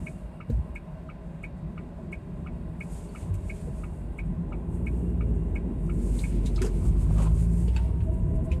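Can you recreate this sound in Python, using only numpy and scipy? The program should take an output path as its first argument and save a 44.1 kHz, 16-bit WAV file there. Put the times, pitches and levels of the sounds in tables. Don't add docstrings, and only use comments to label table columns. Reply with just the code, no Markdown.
import sys
import numpy as np
from scipy import signal
from scipy.fft import rfft, irfft
from scipy.io import wavfile
from scipy.ndimage import uniform_filter1d

SR = 44100
rng = np.random.default_rng(int(sys.argv[2]) if len(sys.argv) > 2 else 0)


def boost(x):
    u = np.asarray(x, float) / 20
    return 10 ** u


def generate_wav(sig):
    pcm = np.round(np.clip(np.atleast_2d(sig).T, -1, 1) * 32767).astype(np.int16)
    wavfile.write(sys.argv[1], SR, pcm)


N = 379260
T = np.arange(N) / SR
TOP_HZ = 14250
HEAVE_MID_DB = -36
BUZZ_HZ = 645.3

# time in seconds, firing rate in Hz, then levels in dB of the firing tone,
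# of the overtones and of the rocking of the block.
ENGINE_STATE = [(.75, 39.02, -54, -64, -60), (1.2, 37.64, -52, -68, -62), (2.5, 38.9, -49, -67, -64),
                (4.2, 39.1, -62, -53, -63), (4.6, 53.13, -38, -48, -45), (4.8, 58.36, -32, -43, -37.5),
                (5.05, 59.2, -28.5, -43, -36.5), (5.27, 55.95, -24, -37, -37), (5.7, 46, -38, -58, -43),
                (5.95, 47.23, -25.5, -41, -38), (6.3, 49.05, -24.5, -48, -43), (6.8, 46.47, -28, -42, -40),
                (7.0, 47.74, -23, -38.5, -36), (7.13, 50.41, -23, -33.5, -44),
                (7.25, 53.04, -22.5, -31.5, -50), (7.6, 57.27, -27, -34.5, -54),
                (7.8, 60.9, -23.5, -49, -50), (8.15, 63.5, -32, -48.5, -51), (8.6, 69, -31, -45.5, -49)]
# time in seconds, suspension heave in dB, gravel under the tyres in dB.
DRIVING = [(0, -51.5, -54), (1, -48, -54), (2.5, -42.5, -48), (3.1, -45, -48), (4.2, -41, -47),
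           (4.6, -38.5, -42), (5.3, -32, -39), (5.75, -35.5, -39.5), (6.2, -32.5, -38), (6.7, -28.5, -40),
           (7.2, -30, -41), (8, -28, -42.5), (8.4, -29, -38.5), (8.6, -29.5, -43)]
# time in seconds, peak in dB.
PANEL_KNOCKS = [(7.838, -42), (7.89, -45), (8.077, -33.5), (8.109, -43), (8.164, -36.5), (8.215, -45),
                (8.264, -42), (8.3, -41), (8.349, -36), (8.374, -34), (8.414, -36), (8.47, -40),
                (8.52, -44), (8.56, -43)]


def curves(table):
    s, *columns = np.transpose(table)
    return [np.interp(T, s, c) for c in columns]


def noise():
    return rng.standard_normal(N)


def unit(x):
    return x / np.sqrt(np.mean(x ** 2))


def colour(x, points, lo_hz, hi_hz, order=8):
    hz = np.fft.rfftfreq(len(x), 1 / SR) + 1
    f, db = np.transpose(points)
    edges = 1 / np.sqrt((1 + (lo_hz / hz) ** order) * (1 + (hz / hi_hz) ** order))
    shape = boost(np.interp(np.log(hz), np.log(f), db))
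    return unit(irfft(rfft(x) * shape * edges, len(x)))


def band(x, hz, width):
    return signal.lfilter(*signal.iirpeak(hz, hz / width, fs=SR), x)


def steep(x, hz, width):
    return unit(band(band(x, hz, width), hz, width))


def grit(size, rough_db):
    catch = np.minimum(rng.exponential(size=size), 5)
    return rng.standard_normal(size) * boost(rough_db * catch)


def walk(rate):
    k = int(SR / rate)
    held = np.repeat(rng.standard_normal(N // k + 1), k)
    return unit(uniform_filter1d(uniform_filter1d(held, k), k)[:N])


def swells(s, db, rise, fall):
    t = T[::64, None] - s
    slope = np.where(t < 0, t / np.maximum(rise, .01), -t / np.maximum(fall, .01))
    power = np.sum(boost(2 * (db + 20 * slope)), axis=1)
    return np.interp(T, T[::64], np.sqrt(power))


def add(out, s, x):
    i = max(int(s * SR), 0)
    out[i:i + len(x)] += x[:len(out) - i]


def engine():
    orders = (2, 5, 6, 7, 8, 9, 10, 12, 15, 18, 21, 22)
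    # level in dB of the matching partial, relative to the overtones.
    orders_db = [-8, -16, 1, -17, -14, -2, -15, -17, -21, -20, -20, -17]
    # frequency in Hz, lift of a partial crossing it in dB.
    door_lift = [(125, 0), (150, 5), (180, 8), (196, -2), (260, 0.5)]
    # time in seconds, peak in dB, rise and fall in seconds.
    whine_swells = [
        (7.79, -55, 0.11, 0.33),
        (7.94, -58, .3, .25),
        (8.28, -64, .4, 0.41),
        (8.58, -56, 0.092, .1),
        (8.13, -56.5, 0.084, 0.41),
        (8.4, -56, 0.18, 0.083),
        (8.52, -47.5, 0.041, .09),
    ]
    firing_hz, tone_db, over_db, rock_db = curves(ENGINE_STATE)
    shaft_hz = firing_hz / 3
    turn = 2 * np.pi * np.cumsum(shaft_hz * (1 + .0015 * walk(6))) / SR

    def partial(k, db):
        return boost(db + 1.1 * walk(5)) * np.sin(k * turn + rng.uniform(0, 6.4) + .3 * walk(4.6))

    def doors_db(k):
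        return np.interp(k * shaft_hz, *np.transpose(door_lift))

    tone = boost(tone_db + 1.2 * walk(9)) * np.sin(3 * turn)
    over = boost(over_db) * sum(partial(k, db + doors_db(k)) for k, db in zip(orders, orders_db))
    rocking = partial(4, rock_db)
    idle = np.interp(firing_hz, (40, 44), (1, 0)) * (partial(7.5, -56) + partial(13.5, -54))

    strain = np.clip((firing_hz - 36) / 24, 0, 1)
    whine_db = np.interp(firing_hz, (39.5, 41), (-62.5, -80))
    size = boost(whine_db) + swells(*np.transpose(whine_swells))
    whine = size * boost((1.5 + strain) * walk(14)) * np.sin(45 * turn + (.2 + .6 * strain) * walk(30))
    return np.sqrt(2) * (tone + over + rocking + idle + whine)


def jolts(hz):
    # time in seconds, peak in dB, centre in Hz, dying away in seconds.
    jolt_rows = [(.01, -38, 100.3, 0.11), (.26, -36.5, 60, 0.14), (.58, -35, 110, 0.087),
                 (.72, -35.5, 60, .15), (.6, -31.5, 170, 0.11), (1.66, -41, 60, 0.13),
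                 (1.67, -37, 164, 0.3), (1.8, -32, 149, 0.043), (2.3, -38.5, 165, 0.25),
                 (2.56, -45, 144, 0.37), (2.8, -33.5, 165, 0.16), (3.28, -30.5, 180, 0.048),
                 (3.33, -28, 70.3, 0.36), (3.69, -37.5, 95, 0.086), (3.83, -27, 48.3, 0.18),
                 (4.12, -32.5, 55, 0.18), (4.3, -35.5, 147, 0.46), (4.7, -30.5, 55, 0.21),
                 (5, -36, 40.04, .3), (4.92, -33, 185, 0.19), (6.36, -37.5, 270, .15), (5.3, -27, 70, 0.2),
                 (5.56, -25.5, 55.06, 0.17), (5.861, -28.5, 164.6, 0.14), (6.18, -33, 164.7, 0.27),
                 (6.47, -34, 128.9, 0.17), (6.65, -34, 30, 0.15), (6.87, -24.5, 95, 0.099),
                 (7.05, -18, 55, 0.23), (7.15, -28, 150, 0.24), (6.4, -34, 150, 0.17),
                 (8.15, -40, 342, 0.14), (8.38, -30.5, 165, 0.37)]
    s, db, centre_hz, dies = np.transpose(jolt_rows)
    octaves_off = np.log2(centre_hz / hz)
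    return swells(s, db - 10 * (octaves_off / 0.57) ** 2, 0.72 * dies, dies)


def body():
    # frequency in Hz, level in dB per Hz.
    cabin = [(12, -54), (20, -16), (29, -41), (43, 1.5), (65, -4.5), (122, -13), (171, -4.5), (209, -12),
             (278, -18.5), (334, -20), (460, -23), (572, -24.5), (736, -29.5), (827, -26), (1100, -29),
             (1430, -74), (2420, -120)]
    # offset in dB, slope in dB per dB of heave, centre in Hz.
    panel_groups = [
        (3, 1, 54.4),
        (-5, 1.05, 101.6),
        (-4.5, 0.15, 152),
    ]
    # frequency and width in Hz, dB relative to trim shaking.
    ridge_modes = [(233.8, 26.7, -8.5), (345, 30, -11.5), (400, 34, -14)]
    # time in seconds, peak in dB, rise and fall in seconds.
    passing = [
        (2.55, -58, .9, .8),
        (4.53, -49.5, 0.2, 0.4),
    ]
    heave_db, gravel_db = curves(DRIVING)
    flutter_db = 1.7

    def shaking(offset_db, slope, hz):
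        steady = boost(HEAVE_MID_DB + offset_db + slope * (heave_db - HEAVE_MID_DB))
        return np.hypot(steady, jolts(hz))

    boom, pan, doors = (shaking(*row) for row in panel_groups)
    tone = boost(curves(ENGINE_STATE)[1] + 2.5)
    boom = np.sqrt(np.maximum(boom ** 2 - tone ** 2, (boom * boost(-11)) ** 2))
    boom = boom * boost(flutter_db * walk(12)) * colour(noise(), cabin, 49.4, 65)
    pan = pan * boost(4.5 + flutter_db * walk(19)) * colour(noise(), cabin, 72.7, 112.0)
    doors = doors * boost(-1.5 + flutter_db * walk(12)) * colour(noise(), cabin, 135, 186, order=12)

    ridges = sum(boost(db + 1.3 * walk(4.01)) * steep(noise(), hz, width) for hz, width, db in ridge_modes)
    trim_level = np.hypot(boost(gravel_db), jolts(292)) * boost(3.0 + flutter_db * walk(14))
    trim = trim_level * (boost(-2.0) * colour(noise(), cabin, 209.0, 423) + ridges)
    sway = boost(heave_db - 17.5 + 3.3 * walk(3.5)) * steep(noise(), 30, 12)

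    road = np.hypot(boost(-56 + 0.15 * (gravel_db + 41.0)), swells(*np.transpose(passing)))
    road = road * boost(flutter_db * walk(14)) * colour(noise(), cabin, 526, 900)
    return boom + pan + doors + trim + sway + road


def ring(modes, rise, crest, stop):
    t = np.arange(2600) / SR
    choke = boost(-17 * np.clip((t - stop) / .012, 0, 1) - 110 * np.maximum(t - stop, 0))
    late = np.maximum(t - crest, 0)
    tones = sum(boost(db - 60 * late / t60) * np.cos(2 * np.pi * hz * (t - crest)) for hz, db, t60 in modes)
    return np.sin(np.pi / 2 * np.clip(t / rise / 1.14, 0, 1)) ** 2 * choke * tones


def vary(modes, loose=1):
    chance = rng.standard_normal((len(modes), 2))
    return [(hz * (1 + loose * .0015 * a), db + 1.2 * b, t60)
            for (hz, db, t60), (a, b) in zip(modes, chance)]


def indicator():
    ticks = [.069, .759, 1.439, 2.129, 2.8094, 3.4991, 4.189, 4.869, 5.5591, 6.239]
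    tocks = [.4036, 1.0906, 1.7767, 2.463, 3.1499, 3.8353, 4.5223, 5.2077, 5.8946, 6.58]
    tock_lags = [.004, .006, 0, .0055, .007, .002, .005, 0, .002, .007]
    # frequency in Hz, level in dB, t60 in seconds.
    tick_modes = [(2104, -58, .3), (2207, -36.5, .068), (2272, -44.5, .5), (2367, -46, .23),
                  (2479, -47, .5), (2520, -49.5, .5), (2665, -55, .036), (1625, -60, .3), (1754, -64, .03)]
    # frequency in Hz, level in dB, t60 in seconds.
    tock_modes = [(2194, -54.5, .1), (2254, -52, 0.16), (2336, -55, 0.11), (2490, -57.5, 0.12),
                  (2600, -55.5, 0.087)]
    coil_modes = [(2780, -55, 0.054), (1280, -48.5, 0.055)]  # Hz, dB, t60 s, as in the next two
    frame_modes = [(1616, -55, 0.11), (1756, -56, 0.064), (2890, -58.5, 0.037), (4290, -74, 0.028)]
    knock_modes = [(1289, -45.5, 0.067), (1214, -50.5, 0.086), (1416, -52.0, 0.085), (1610, -61, 0.05)]
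    out = np.zeros(N)
    fade = np.exp(-np.arange(1800) / SR / 0.022)

    def burst():
        return rng.standard_normal(1800)

    for s in ticks:
        tick = ring(vary(tick_modes), .002, .0059, .02)
        rounded = band(.04 * np.tanh(tick / .04), 2300, 1800)
        add(out, s - .0034, steep(rounded, 2300, 1800) * .95 * np.std(tick))
        add(out, s - .0075, ring(vary(coil_modes), 0.0025, 0.00196, 0.005))
        add(out, s - .009, boost(-61.5) * fade * steep(burst(), 8300, 2700))
        add(out, s - .002, ring(vary(frame_modes, 6.6), 0.005, .008, 0.042))
        add(out, s - .009, boost(-73) * fade ** 2 * steep(burst(), 13000, 3000))
        add(out, s + .004, boost(-48.5) * fade * band(burst(), 1960, 720))
    for s, lag in zip(tocks, tock_lags):
        knock = ring(vary(knock_modes, 5), 0.0018, 0.00462, 0.041)
        add(out, s - .0025, knock)
        add(out, s + .002, boost(-47) * fade * band(band(burst(), 1500, 1000), 1500, 1000))
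        add(out, s + .0065, boost(-12) * knock)
        add(out, s + .0012, ring(vary([(2830, -55, 0.06)], 5), 0.0013, .004, 0.012))
        add(out, s + lag, ring(vary(tock_modes, 5), 0.002, 0.004, 0.024))
        add(out, s + lag, boost(-43.0) * fade * band(band(burst(), 2100, 800), 2100, 800))
    return out


def knocks():
    # time in seconds, peak in dB, centre in Hz,
    # low part in dB, top part in dB.
    clicks = [(0.4985, -57, 3880, 6, 0), (3.34, -56, 2420, -9, -5), (5.86, -74, 2080, 12, 13),
              (6.1872, -43, 4000, -28, -3), (6.451, -54, 3900, -10, -3), (6.4575, -44, 3780, -15, 2.5),
              (6.559, -43, 4007, -17, -10), (6.616, -41, 3000, 6.5, 7.5), (6.6453, -48, 2840, 0, 8.5),
              (6.66, -46.5, 4760, 5, 4), (7.1107, -66, 2060, 11, -7), (7.1792, -58.5, 2035, 16, 10),
              (7.221, -51, 2733, 5, 6.5), (7.677, -43, 2840, -16, -14), (7.761, -38.5, 2680, 1, -10),
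              (8.0027, -52.5, 2600, 1, -17), (8.5147, -42, 2350, -18, -7.5)]
    # time in seconds, peak in dB, frequency in Hz, t60 in seconds.
    thumps = [(.4965, -20.5, 280, 0.045), (.4975, -22.5, 471, 0.041), (0.512, -12.5, 58, 0.33),
              (.487, -18.5, 138, 0.127), (0.48, -22.5, 100.5, 0.31), (0.37, -47, 560, 0.045),
              (4.22, -36, 31, .5), (7.679, -29, 434, 0.056), (6.617, -22.5, 250, 0.13),
              (3.67, -34, 474, 0.093), (.5, -22, 229.5, 0.13), (1.985, -37, 646, 0.092),
              (2.405, -22.5, 190, 0.057), (3.29, -22, 98.3, 0.38), (3.679, -19, 120, 0.081),
              (6.611, -22, 375, 0.16), (6.641, -20, 425, 0.06), (6.652, -25, 396, 0.055),
              (6.672, -25.5, 433, 0.076), (6.76, -30, 420, 0.086), (6.44, -31.5, 430, 0.089),
              (8.11, -32.5, 350, 0.22), (8.24, -32, 350, .2), (8.35, -31, 335, .15), (7.124, -24, 150, .2),
              (7.107, -30, 670, 0.027), (7.13, -42, 510, .06), (7.2, -32, 550, 0.071),
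              (7.186, -38, 820, .05), (6.5, -41, 700, 0.05), (7.29, -38, 340, .06), (7.762, -40, 888, 0.14),
              (8.522, -41.5, 513.6, 0.65)]
    # time in seconds, peak in dB, frequency in Hz, t60 in seconds.
    pings = [(.4985, -57, 12000, .03), (3.341, -54, 11500, .02), (3.342, -57, 13200, .02),
             (.316, -55, 1002, 0.036), (.4983, -60, 3970, 0.046), (3.09, -59, 4500, 0.072),
             (3.341, -55, 2400, .03), (3.3425, -61, 4020, .02), (6.461, -47, 3750, .06),
             (6.458, -46, 7020, 0.029), (6.468, -48, 3900, 0.094), (6.56, -39, 5130, 0.028),
             (6.566, -50, 3900, 0.071), (6.6173, -35, 1500, 0.03), (6.6175, -36, 4900, 0.022),
             (6.618, -43, 2624, 0.07), (6.6185, -44, 7210, .03), (6.631, -41, 1040, .06),
             (6.6458, -43, 1400, .06), (6.646, -41, 6330, .02), (6.661, -43, 1510, .05),
             (6.691, -47, 1440, .04), (7.168, -46, 1050, .04), (7.1805, -35, 1170, 0.045),
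             (7.3766, -48, 1050, .04), (7.108, -35, 1000, .025), (7.678, -45, 2950, .035),
             (7.678, -51, 4500, 0.036), (7.688, -51, 2794, .035), (7.697, -53, 2890, 0.079),
             (7.7617, -36.5, 2600, .06), (7.762, -45, 870, .09), (7.762, -44, 4540, .05),
             (7.763, -44, 1560, .08), (7.764, -45, 7560, 0.043), (7.769, -43, 3770, .04),
             (7.777, -49, 2650, .05), (8.515, -38, 2490, 0.037), (8.516, -48, 2060, .06),
             (8.522, -41.5, 2600, .05), (8.526, -49, 3010, .06), (8.516, -54, 7300, .04)]
    out = np.zeros(N)
    t = np.arange(12000) / SR
    click_t = t[:6000]
    for s, db, hz, low_db, top_db in clicks:
        rough = grit((4, 6000), 2.)
        scrape = steep(rough[0], hz, 0.34 * hz)
        scrape = scrape + boost(low_db) * steep(rough[1], 1540, 1160)
        scrape = scrape + boost(top_db) * steep(rough[2], 7300, 4500)
        scrape = scrape + boost(-11.5) * steep(rough[3], 1.59 * hz, 900)
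        add(out, s, boost(db - 4 - 60 * click_t / 0.12) * np.clip(click_t / .003, 0, 1) * scrape)

    buzzes = [(s, db - 3.45, BUZZ_HZ * (1 + 0.013 * rng.standard_normal()), .14) for s, db in PANEL_KNOCKS]
    # its events, cycles to swell, roughness in dB
    for events, swell_cycles, rough_db in ((thumps, 2, 0), (buzzes, 9, 0), (pings, 5, 3)):
        for s, db, hz, t60 in events:
            uneven_db = rough_db * np.interp(t * hz / 5, np.arange(400), rng.standard_normal(400))
            level = boost(db + uneven_db - 60 * t / t60) * np.clip(t * hz / swell_cycles, 0, 1)
            add(out, s, level * np.sin(2 * np.pi * hz * t))
    return out


def rattle():
    s, db = np.transpose(PANEL_KNOCKS)
    return swells(s + 0.015, db - 8.5, 0.064, 0.076) * steep(grit(N, 1.7), BUZZ_HZ, 38)


def scuff():
    # time in seconds, peak in dB, rise and fall in seconds.
    drags = [
        (6.84, -58, .06, .6),
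        (7.02, -70, .4, .06),
        (7.19, -45.5, 0.055, 0.17),
        (7.23, -46, .08, 0.081),
        (7.265, -49, 0.046, 0.049),
        (7.109, -51, .01, .02),
        (7.9, -60, 0.057, 0.089),
        (6.63, -48.5, 0.023, 0.087),
        (7.766, -55, 0.011, 0.11),
    ]
    rough = grit(N, 3.0)
    dash = steep(rough, 960, 370) + boost(3.0) * steep(rough, 690, 430) + boost(-9.0) * steep(rough, 2030, 1600)
    return swells(*np.transpose(drags)) * boost(2.5 * walk(60)) * dash


def cloth():
    # time in seconds, hiss in dB, coarser rub in dB, rise and fall in seconds.
    strokes = [(.07, -61.5, -71, 0.42, 0.3), (.5, -69.5, -72, 0.066, 0.43), (2.83, -64, -68, .03, .15),
               (2.97, -56.5, -62, 0.21, 0.19), (3.22, -58.5, -63, 0.45, 0.16),
               (3.343, -52.5, -68, 0.0078, 0.012), (3.351, -55, -70, 0.01, 0.025),
               (3.57, -59, -63.5, 0.44, .17), (3.78, -62, -69.5, 0.41, 0.47), (4.96, -65, -77, 0.36, 0.31),
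               (6.01, -62, -67, 0.099, .4), (6.18, -50.5, -59, 0.34, 0.33), (6.36, -60.5, -59, 0.44, 0.21),
               (6.47, -54, -52, 0.039, 0.073), (6.56, -55.5, -60, 0.074, 0.12),
               (6.64, -58, -52, 0.14, 0.064), (6.75, -59, -61.5, 0.25, 0.36), (6.89, -55, -63, 0.24, 0.059),
               (7.02, -57.5, -63, 0.17, 0.17), (7.23, -50, -54, 0.25, 0.094), (7.4, -54, -59, 0.18, 0.13),
               (7.62, -57, -64, 0.58, 0.25), (7.76, -60, -55.5, 0.08, 0.27), (4.26, -69, -80, .05, 0.046),
               (4.75, -66.5, -76, 0.088, .1), (5.1, -67, -78, .1, .1), (8.035, -63, -72, .04, .04),
               (8.14, -63, -74, .03, .07), (8.36, -61, -73, .04, .04), (8.459, -60.5, -77, 0.043, 0.027),
               (8.53, -68, -58, 0.077, 0.078)]
    # frequency in Hz, level in dB per Hz.
    hiss_shape = [(2650, -23), (4500, -6), (5560, -9), (6930, -1), (8570, 2), (13500, -16.5), (14200, -13)]
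    # frequency in Hz, level in dB per Hz.
    rub_shape = [(290, -39), (500, -7), (959, -1.5), (1110, -33), (1350, -13), (1610, -17), (2220, -7),
                 (7000, -20), (9100, -64), (15400, -120)]
    s, hiss_db, rub_db, rise, fall = np.transpose(strokes)
    patchy = .6 * walk(20)
    hiss = boost(patchy + 1.3 * walk(35)) * colour(grit(N, 1.8), hiss_shape, 5000, TOP_HZ)
    rub = boost(patchy + walk(60)) * colour(grit(N, 2.5), rub_shape, 900, 6000)

    tremble_db = 0.47 * (curves(DRIVING)[0] - HEAVE_MID_DB)
    finest = signal.sosfilt(signal.butter(4, 5500, "high", fs=SR, output="sos"), hiss)
    dullest = signal.sosfilt(signal.butter(4, 3800, "low", fs=SR, output="sos"), rub)
    rest = boost(-73.5 + tremble_db) * finest + boost(-79 + tremble_db) * dullest
    return rest + swells(s, hiss_db, rise, fall) * hiss + swells(s, rub_db, rise, fall) * rub


def fan():
    # frequency in Hz, level in dB per Hz.
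    air_shape = [(590, -45), (1000, -2.5), (1290, -9.5), (1680, -11), (1970, -17.5), (2150, -15),
                 (2380, -17), (2510, -13.5), (2780, -25), (3320, -23), (4300, -36), (5340, -50),
                 (10400, -52), (14200, -33)]
    # time in seconds, level in dB.
    vent = [(0, -83), (3.9, -83), (4.3, -92), (8.6, -93)]
    # frequency in Hz, width in Hz, level in dB.
    duct_modes = [(634.3, 22, -59), (689, 33, -67), (1015, 52, -64.5), (1538, 75, -73.5), (1955, 67, -74),
                  (2773, 60, -76), (3750, 87, -85)]
    air = boost(-64.5 + 0.41 * walk(14)) * colour(noise(), air_shape, 1080, 14400)
    whistle = boost(curves(vent)[0] + 1.4 * walk(6)) * steep(noise(), 4400, 1500)
    duct = sum(boost(db + 2.0 * walk(3.77)) * unit(band(noise(), hz, width)) for hz, width, db in duct_modes)
    return air + whistle + duct


def scene():
    driving = engine() + body()
    strikes = indicator() + knocks() + rattle()
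    return (driving + strikes + scuff() + cloth() + fan())[None]


def low_pass(x):
    return signal.sosfilt(signal.butter(12, 14280, fs=SR, output="sos"), x)


def record(dry):
    ceiling = .3
    mix = signal.sosfilt(signal.butter(2, 26, "high", fs=SR, output="sos"), dry)
    mix = ceiling * np.tanh(mix / ceiling)
    mix = mix * np.clip(T / .003, 0, 1) * np.clip((T[-1] - T) / .012, .3, 1)
    mix = signal.sosfilt(signal.ellip(10, .2, 60, TOP_HZ, fs=SR, output="sos"), mix)
    return low_pass(mix)


dry = scene()
out = record(dry)
generate_wav(out)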